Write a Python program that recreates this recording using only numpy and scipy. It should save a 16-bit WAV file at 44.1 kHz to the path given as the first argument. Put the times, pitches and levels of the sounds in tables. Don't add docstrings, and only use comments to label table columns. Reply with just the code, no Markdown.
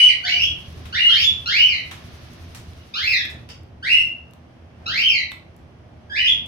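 import sys
import numpy as np
from scipy import signal
from scipy.fft import rfft, irfft, next_fast_len
from scipy.io import wavfile
from scipy.ndimage import uniform_filter1d, minimum_filter1d

SR = 44100
rng = np.random.default_rng(int(sys.argv[2]) if len(sys.argv) > 2 else 0)


def inscribe(sig):
    pcm = np.round(np.clip(np.atleast_2d(sig).T, -1, 1) * 32767)
    wavfile.write(sys.argv[1], SR, pcm.astype(np.int16))


def gain_from_db(level_db):
    decades = np.asarray(level_db, float) / 20
    return 10 ** decades


N = 285327
LEAD = 11025


def on_log(table, hz):
    f, v = np.transpose(table)
    return np.interp(np.log(np.maximum(hz, 1)), np.log(f), v)


def shape(x, gain):
    n = next_fast_len(x.shape[-1], True)
    hz = np.arange(n // 2 + 1) * SR / n
    return irfft(rfft(x, n) * gain(hz), n)[..., :x.shape[-1]]


def unit(x):
    return x / np.sqrt(np.mean(x ** 2))


def walk(rate, size=N):
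    k = int(SR / rate)
    held = np.repeat(rng.standard_normal(size // k + 1), k)
    return 1.4 * uniform_filter1d(uniform_filter1d(held, k), k)[:size]


# pitch_hz, correlation (0-1)
PORT_LIKENESS = [(60, 0.98), (130, 0.97), (290, 0.72), (640, 0.33), (1410, -0.01), (3100, -0.02),
                 (6820, 0.04), (15000, -0.02)]


def wide_noise():
    mid, side = rng.standard_normal((2, N))
    like = lambda hz: np.clip(on_log(PORT_LIKENESS, hz), 0, 1)
    mid = shape(mid, lambda hz: np.sqrt((1 + like(hz)) / 2))
    side = shape(side, lambda hz: np.sqrt((1 - like(hz)) / 2))
    return np.array([mid + side, mid - side])


# band_hz, t60_s
WALL_DECAY = [(1200, 0.41), (3000, 0.38), (6000, 0.3), (12000, 0.26)]


def aviary(x, direct_db, gap_ms, build_ms):
    t = np.arange(SR * 3 // 4) / SR
    noise = rng.standard_normal((2, len(t)))
    centres = [hz for hz, _ in WALL_DECAY]
    tail = 0
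    for k, (hz, t60_s) in enumerate(WALL_DECAY):
        this_band = list(zip(centres, np.arange(len(centres)) == k))
        band = shape(noise, lambda f: on_log(this_band, f))
        tail = tail + band * np.exp(-np.log(1000) * t / t60_s)
    tail = tail * np.clip((1000 * t - gap_ms) / build_ms, 0, 1)
    tail = tail / np.sqrt(np.sum(tail ** 2) / 2)
    tail[[0, 1], [0, 20]] = gain_from_db(direct_db)
    return signal.fftconvolve(x[None], tail, axes=1)[:, :len(x)]


# start_s, width_s, town_db, boom_db
TRAFFIC_SWELLS = [(.0, .1, 4, -6.5), (.45, 0.22, 2, 2.5), (.8, 0.065, -0.5, 5.5), (1.35, 0.1, 3, 1.5),
                  (2.1, 0.32, 3.5, .5), (3.36, 0.082, 5.5, 5.5), (4.2, 0.61, 0.5, 0), (4.9, 0.087, 7, 6),
                  (6.4, 0.22, 3.5, 1)]


def traffic_swells():
    t = np.arange(N) / SR
    return sum(np.outer(db, np.exp(-((t - s) / width) ** 2)) for s, width, *db in TRAFFIC_SWELLS)


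# pitch_hz, level_db (per Hz)
TOWN_COLOUR = [(100, -37), (170, -19.5), (237, 5), (296, -13), (336, -7), (440, -13), (623, -3),
               (778, -7.5), (956, -11.5), (2010, -16.5), (3290, -20.5), (3730, -26), (5900, -28.5),
               (7300, -41.5), (9750, -40), (16500, -53)]


def town(swell_db):
    colour = lambda hz: gain_from_db(on_log(TOWN_COLOUR, hz)) * np.clip(hz / 170, 0, 1) ** 3
    hum = unit(shape(wide_noise(), colour))
    return gain_from_db(-53.5 + swell_db + 0.4 * walk(7.0)) * hum


# pitch_hz, width_hz, level_db
AIR_MODES = [(83.5, 10, 11.5), (117.4, 25, 2.5), (158.4, 8, 0), (184, 2.8, -20.5), (240, 16, -9),
             (310, 16, -8)]
# start_s, load_db
ENGINE_LOAD = [(0, -20), (.3, -25.5), (.42, -8.5), (.67, -5), (.9, -5), (1.05, -15), (1.35, -6),
               (1.65, -20), (1.9, -8.5), (2.3, -10.5), (2.7, -6.5), (2.9, -21.5), (3.6, -15), (4.5, -25.5),
               (5.6, -19), (6.47, -18.5)]
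# start_s, level_db
EXHAUST_LEVEL = [
    (0, -70),
    (2, -69),
    (2.4, -70.5),
    (2.9, -74),
    (3.4, -80),
    (3.7, -93),
    (4.3, -112),
    (6.47, -112),
]
# pitch_hz, level_db (per Hz)
EXHAUST_COLOUR = [(530, -38), (900, -29.5), (1010, -4.5), (1320, -5.5), (2960, -5), (6050, -9),
                  (7410, -20.5), (11000, -15.5), (15500, -25)]


def diesel(swell_db):
    t = np.arange(N) / SR
    load_db = np.interp(t, *np.transpose(ENGINE_LOAD))
    hiss_db = np.interp(t, *np.transpose(EXHAUST_LEVEL))
    cycles = (t - .045) * 11 + 0.02 * walk(1.6)
    strengths = gain_from_db(1.4 * rng.standard_normal(100))
    strength = strengths[np.clip(cycles + 1, 0, 99).astype(int)]
    puff = strength * (1 + np.cos(2 * np.pi * (cycles - .17))) / 2
    thud = strength * np.sin(np.pi * np.clip(cycles % 1 / 0.088, 0, 1)) ** 2

    dull = lambda hz: 1 / (1 + (hz / 1500) ** 2)
    modes = lambda hz: sum(gain_from_db(g) * 1j * hz * w / (f * f - hz * hz + 1j * hz * w) for f, w, g in AIR_MODES)
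    thud = shape(thud, lambda hz: (modes(hz) + .4 * np.clip(hz / 28, 0, 1) ** 2) * dull(hz))
    air = shape(wide_noise(), lambda hz: np.abs(modes(hz)) * np.clip(hz / 65, 0, 1) ** 2 * dull(hz))
    boom_db = -41 + .25 * load_db + swell_db
    boom = gain_from_db(boom_db) * unit(air) + gain_from_db(-36.5 + load_db) * unit(thud)

    colour = lambda hz: gain_from_db(on_log(EXHAUST_COLOUR, hz)) * np.clip(hz / 900, 0, 1) ** 3
    hiss = unit(shape(wide_noise(), colour))
    top = shape(hiss, lambda hz: np.clip(hz / 7000, 0, 1) ** 4)
    hiss = hiss + top * (0.43 * puff - .6)
    return boom + gain_from_db(hiss_db + 20.0) * hiss


# start_s, length_s, pitch_hz, level_db (peak)
DOVE_COO = [
    (0.229, .07, 727, -48.5),
    (0.305, .085, 720.5, -54),
]


def dove():
    t, tone = np.arange(N) / SR, 0
    for s, length, hz, db in DOVE_COO:
        swell = np.sin(np.pi * np.clip((t - s) / length, 0, 1)) ** 2
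        tone = tone + gain_from_db(db) * np.sin(2 * np.pi * hz * t) * swell
    return gain_from_db(6.5) * aviary(tone, 7.2, 9.6, 10)


# start_s, level_db (peak)
WIRE_TAPS = [
    (3.4901, -32.5),
]
# pitch_hz, level_db, t60_s (undamped)
WIRE_PARTIALS = [(2315, -13.5, 0.87), (2930, 6.5, 0.14), (3280, -2.5, 0.35), (3670, -3.5, 0.3),
                 (4710, 4, 0.39), (5230, 1, 0.55), (5800, -7, 0.3)]


def wire():
    out, t = np.zeros(N + SR), np.arange(SR // 2) / SR
    damping = .04
    for s, db in WIRE_TAPS:
        ring = 0
        for hz, partial_db, t60_s in WIRE_PARTIALS:
            decay = np.exp(-np.log(1000) * t / (damping * t60_s))
            ring = ring + gain_from_db(partial_db) * np.sin(2 * np.pi * hz * t) * decay
        i = int(s * SR)
        out[i:i + len(t)] += gain_from_db(db) * ring
    return aviary(out[:N], -12, 2.5, 8)


# start_s, level_db (peak), body_db, pan_db (left minus right)
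SEED_CRACKS = [(0.195, -53.5, 5, 4.5), (0.7265, -45.5, -24, -5), (1.876, -53, -7, -2.5),
               (2.3344, -48.5, -16.5, 14), (2.7341, -47, 14, -1.5), (2.8565, -65, -1, -7),
               (3.2533, -32.5, 12, 2), (3.6331, -52.5, -11.5, 10.5), (4.31, -52.5, -9, 11.5),
               (4.3357, -45.5, 7.5, 9.5), (4.4947, -68, 12, 4), (4.611, -76.5, 15.5, 3),
               (4.7887, -65, 10.5, 8), (5.308, -45, -11, -2.5), (5.5649, -46.5, -12.5, -0.5),
               (5.7049, -69.5, -17, 8), (5.8821, -69, -3, -3)]
# start_s, level_db (peak), body_db, length_ms, pan_db (left minus right)
PERCH_SCRATCHES = [
    (0.8554, -40, 9.5, 16, 3.5),
    (1.912, -31.5, 8, 17, 0.5),
    (2.5476, -30, -1.5, 28, 0),
    (3.2983, -38, 3, 20, 1.5),
    (3.489, -42, 7, 7.2, 1),
    (5.3171, -36, 14.5, 4.1, -2.5),
    (6.461, -42, -10, 5.9, 1),
]


def beaks():
    near, far, t = np.zeros((2, N + SR)), np.zeros(N + SR), np.arange(SR // 5) / SR
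    rows = [(s, db, body_db, 1.1, pan_db, -4.5) for s, db, body_db, pan_db in SEED_CRACKS]
    rows += [(*row, -4) for row in PERCH_SCRATCHES]
    for s, db, body_db, ms, pan_db, walls_db in rows:
        noise, i = rng.standard_normal((2, len(t))), int(s * SR)
        body = lambda hz: gain_from_db(body_db) * np.clip(hz / 900, 0, 1) ** 2
        colour = lambda hz: np.where(hz > 4000, 1, body(hz)) / (1 + (hz / 12000) ** 2 * ms / 6)
        burst = gain_from_db(db) * shape(noise, colour) * np.exp(-1000 * t / ms)
        near[:, i:i + len(t)] += burst * gain_from_db([[pan_db / 2], [-pan_db / 2]])
        far[i:i + len(t)] += gain_from_db(walls_db) * burst[0]
    return near[:, :N] + aviary(far[:N], -46, 2.1, 7.4)


# glide bend (power), slope_db (per octave under its top), overtone lift_db, shrill_db,
# release_db (lost if it ends the call)
RISE_RULE = (0.98, 16, -3.5, 6, 1.5)
STEP_RISE_RULE = (0.8, 20.5, -1, 2.5, 1.5)
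HOLD_RULE = (1.17, 6.5, -6.5, -0.5, 27.5)
FALL_RULE = (0.64, 6, -4, 1.5, 21)


def sing(notes, voices, rise):
    u, paths = np.linspace(0, 1, 12), []
    for s, length, a_hz, b_hz, db in notes:
        rule = HOLD_RULE
        if b_hz > 1.1 * a_hz:
            rule = rise
        elif a_hz > 1.1 * b_hz:
            rule = FALL_RULE
        bend, slope_db, lift_db, shrill_db, release_db = rule
        _, rough_db, low_db, sharp_db = [v for v in voices if v[0] < s + .05][-1]
        hz = a_hz * (b_hz / a_hz) ** u ** bend
        last = not any(s < n[0] < s + length + .03 for n in notes)
        db = db + slope_db * np.log2(hz / hz.max()) - last * release_db * u ** 2.62
        lift_db = rough_db + lift_db + low_db * np.log2(2800 / hz)
        paths.append(np.transpose([s + length * u, hz, db, lift_db, shrill_db + sharp_db + 0 * u]))
    return paths


# pitch_hz, level_db (against the whistle)
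THROAT_COLOUR = [(2400, -7), (3600, -0.5), (4800, -9), (5400, -11.5), (6300, -27.5), (7000, -27.5)]


def parrot(calls, beak, air_db, hoarse_db):
    out = np.zeros(N + LEAD)
    warble, rasp, tremor = (walk(rate, size=len(out)) for rate in (70, 420, 260))
    air = shape(rng.standard_normal(len(out)), lambda hz: gain_from_db(on_log(beak, hz)) * (hz > 7000))
    throat_band = lambda hz: gain_from_db(on_log(THROAT_COLOUR, hz) / 2) * (hz > 3300) * (hz < 6800)
    hoarse = unit(shape(rng.standard_normal(len(out)), throat_band))
    for call in calls:
        s, *columns = np.transpose(call)
        i = np.arange(int(s[0] * SR), int(s[-1] * SR)) + LEAD
        hz, db, lift_db, shrill_db = (np.interp((i - LEAD) / SR, s, c) for c in columns)
        hz = uniform_filter1d(hz, size=350) * (1.025 + .012 * warble[i] - .033 * np.abs(rasp[i]))
        phase = 2 * np.pi * np.cumsum(hz) / SR
        tone = np.sin(phase) + gain_from_db(air_db + shrill_db) * air[i]
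        tone += gain_from_db(hoarse_db + lift_db / 2) * hoarse[i]
        for k in range(2, 13):
            by_beak_db = shrill_db + on_log(beak, k * hz)
            by_throat_db = lift_db + on_log(THROAT_COLOUR, k * hz)
            overtone_db = -.6 * (k - 2) + np.where(k * hz > 7000, by_beak_db, by_throat_db)
            tone += (k * hz < 16000) * gain_from_db(overtone_db) * np.sin(k * phase)
        edge = np.clip(np.minimum(i - i[0], i[-1] - i) / (0.0037 * SR), 0, 1)
        out[i] += np.sqrt(2) * gain_from_db(db + 3 * tremor[i]) * edge * tone
    return out


# start_s, overtone lift_db, low_db (extra lift per octave under the throat pitch), shrill_db
CALL_VOICES = [
    (-.2, 1.5, -1.5, 3),
    (.235, 3, 5, 1.5),
    (.925, -6, 14, -4.5),
    (1.457, -2, 16.5, -3.5),
    (2.937, 0, 15, 4.5),
    (3.825, -7, 8.5, -1),
    (4.858, 1, 10.5, -0.5),
    (6.095, -2, -2, -5.5),
]
ANSWERING_VOICE = [
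    (1.08, 10, 3, 5),
]
# pitch_hz, level_db
ARCH_BEAK = [(7000, -39.5), (8600, -54), (10100, -53.5), (11600, -39.5), (13000, -49.5), (14600, -39),
             (16000, -48)]
# start_s, length_s, from_hz, to_hz, level_db (whistle)
ARCHED_CALLS = [
    (1.457, .143, 1303, 3037, -18),
    (1.6, .068, 2954, 3014, -18.5),
    (1.668, .12, 2878, 1877, -22),
    (2.937, .128, 1236, 2482, -26.5),
    (3.065, .032, 2566, 2757, -21),
    (3.097, 0.12, 2760, 1618, -22),
    (4.858, .157, 1250, 2958, -19.5),
    (5.015, .063, 3033, 3087, -19),
    (5.078, .15, 2951, 1896, -21),
]
SHRILL_CALL = [
    (.235, 0.054, 1360, 2360, -23),
    (.29, 0.022, 2555, 3000, -22),
    (.315, .068, 2980, 2880, -23),
    (.383, 0.046, 2250, 3200, -19),
    (.425, .06, 3260, 3230, -23.5),
]
ANSWER_CALL = [
    (1.08, .155, 1280, 3385, -19.5),
    (1.235, 0.041, 3464, 3498, -13.5),
]


def first_perch():
    calls = sing(ARCHED_CALLS, CALL_VOICES, RISE_RULE)
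    calls += sing(SHRILL_CALL, CALL_VOICES, STEP_RISE_RULE)
    calls += sing(ANSWER_CALL, ANSWERING_VOICE, RISE_RULE)
    return aviary(parrot(calls, ARCH_BEAK, 2.2, -32), -6, 2.0, 11.0)


# pitch_hz, level_db
STEP_BEAK = [(7000, -36), (8600, -36), (10100, -40), (11400, -51), (12600, -56), (14500, -60.5),
             (16000, -60)]
# start_s, length_s, from_hz, to_hz, level_db (whistle)
STEPPED_CALLS = [(-.2, .15, 1274, 2555, -17), (-.05, 0.12, 2971, 2914, -17.5),
                 (.085, .03, 2700, 1800, -18.5), (.925, 0.059, 1388, 2412, -22.5),
                 (.99, 0.094, 2918, 2840, -18.5), (1.092, 0.094, 3198, 3202, -18.5),
                 (3.825, 0.084, 1495, 2703, -19), (3.891, 0.049, 2724, 2890, -16),
                 (3.961, .095, 2768, 2771, -18), (6.095, 0.071, 1588, 1858, -33.5),
                 (6.15, .033, 1833, 2800, -19.5), (6.18, .06, 2950, 2893, -24.5),
                 (6.24, .037, 2250, 3350, -15), (6.277, 0.055, 3395, 3386, -16.5)]
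FAR_PEEPS = [
    (2.79, 0.028, 2900, 3180, -56),
    (4.72, 0.044, 2700, 2816, -66.5),
]
SYRINX_UNDERTONES = [
    (0.296, 0.12, 2250, 2420, -29),
    (0.992, 0.13, 2054, 2165, -29.5),
    (3.888, .09, 2052, 2160, -30),
    (6.176, 0.12, 1964, 2138, -29.5),
]


def second_perch():
    calls = sing(STEPPED_CALLS, CALL_VOICES, STEP_RISE_RULE)
    calls += sing(FAR_PEEPS + SYRINX_UNDERTONES, CALL_VOICES, RISE_RULE)
    return aviary(parrot(calls, STEP_BEAK, -8.5, -29), -7, 2.3, 9)


def scene():
    town_swell_db, boom_swell_db = traffic_swells()
    background = town(town_swell_db) + diesel(boom_swell_db) + dove()
    calls = gain_from_db(4.0) * (first_perch() + second_perch())
    shade = lambda hz: gain_from_db(4.5 * np.clip((hz - 7000) / 2500, 0, 1))
    left = shape(calls[0], shade)
    right = shape(calls[1], lambda hz: 1 / shade(hz))
    calls = np.array([left, right])[:, LEAD:]
    return background + wire() + beaks() + calls


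def roll_off(x):
    return signal.sosfilt(signal.butter(12, 15730, fs=SR, output="sos"), x)


# pitch_hz, level_db (left minus right)
PORT_COLOUR = [(60, 1.5), (110, -3), (200, 0.5), (380, -3), (700, -1), (1290, -1), (2380, -1.5),
               (4400, -1.5), (8120, 5.5), (15000, 1)]


def record(dry):
    left = shape(dry[0], lambda hz: gain_from_db(on_log(PORT_COLOUR, hz) / 2))
    right = shape(dry[1], lambda hz: gain_from_db(-on_log(PORT_COLOUR, hz) / 2))
    both = np.array([left, right]) * np.clip(np.arange(N) / 90, 0, 1)
    peak = np.abs(both).max(axis=0) + 1e-9
    limit = minimum_filter1d(np.minimum(1, 1 / peak), size=441)
    return roll_off(both * uniform_filter1d(limit, size=221))


dry = scene()
out = record(dry)
inscribe(out)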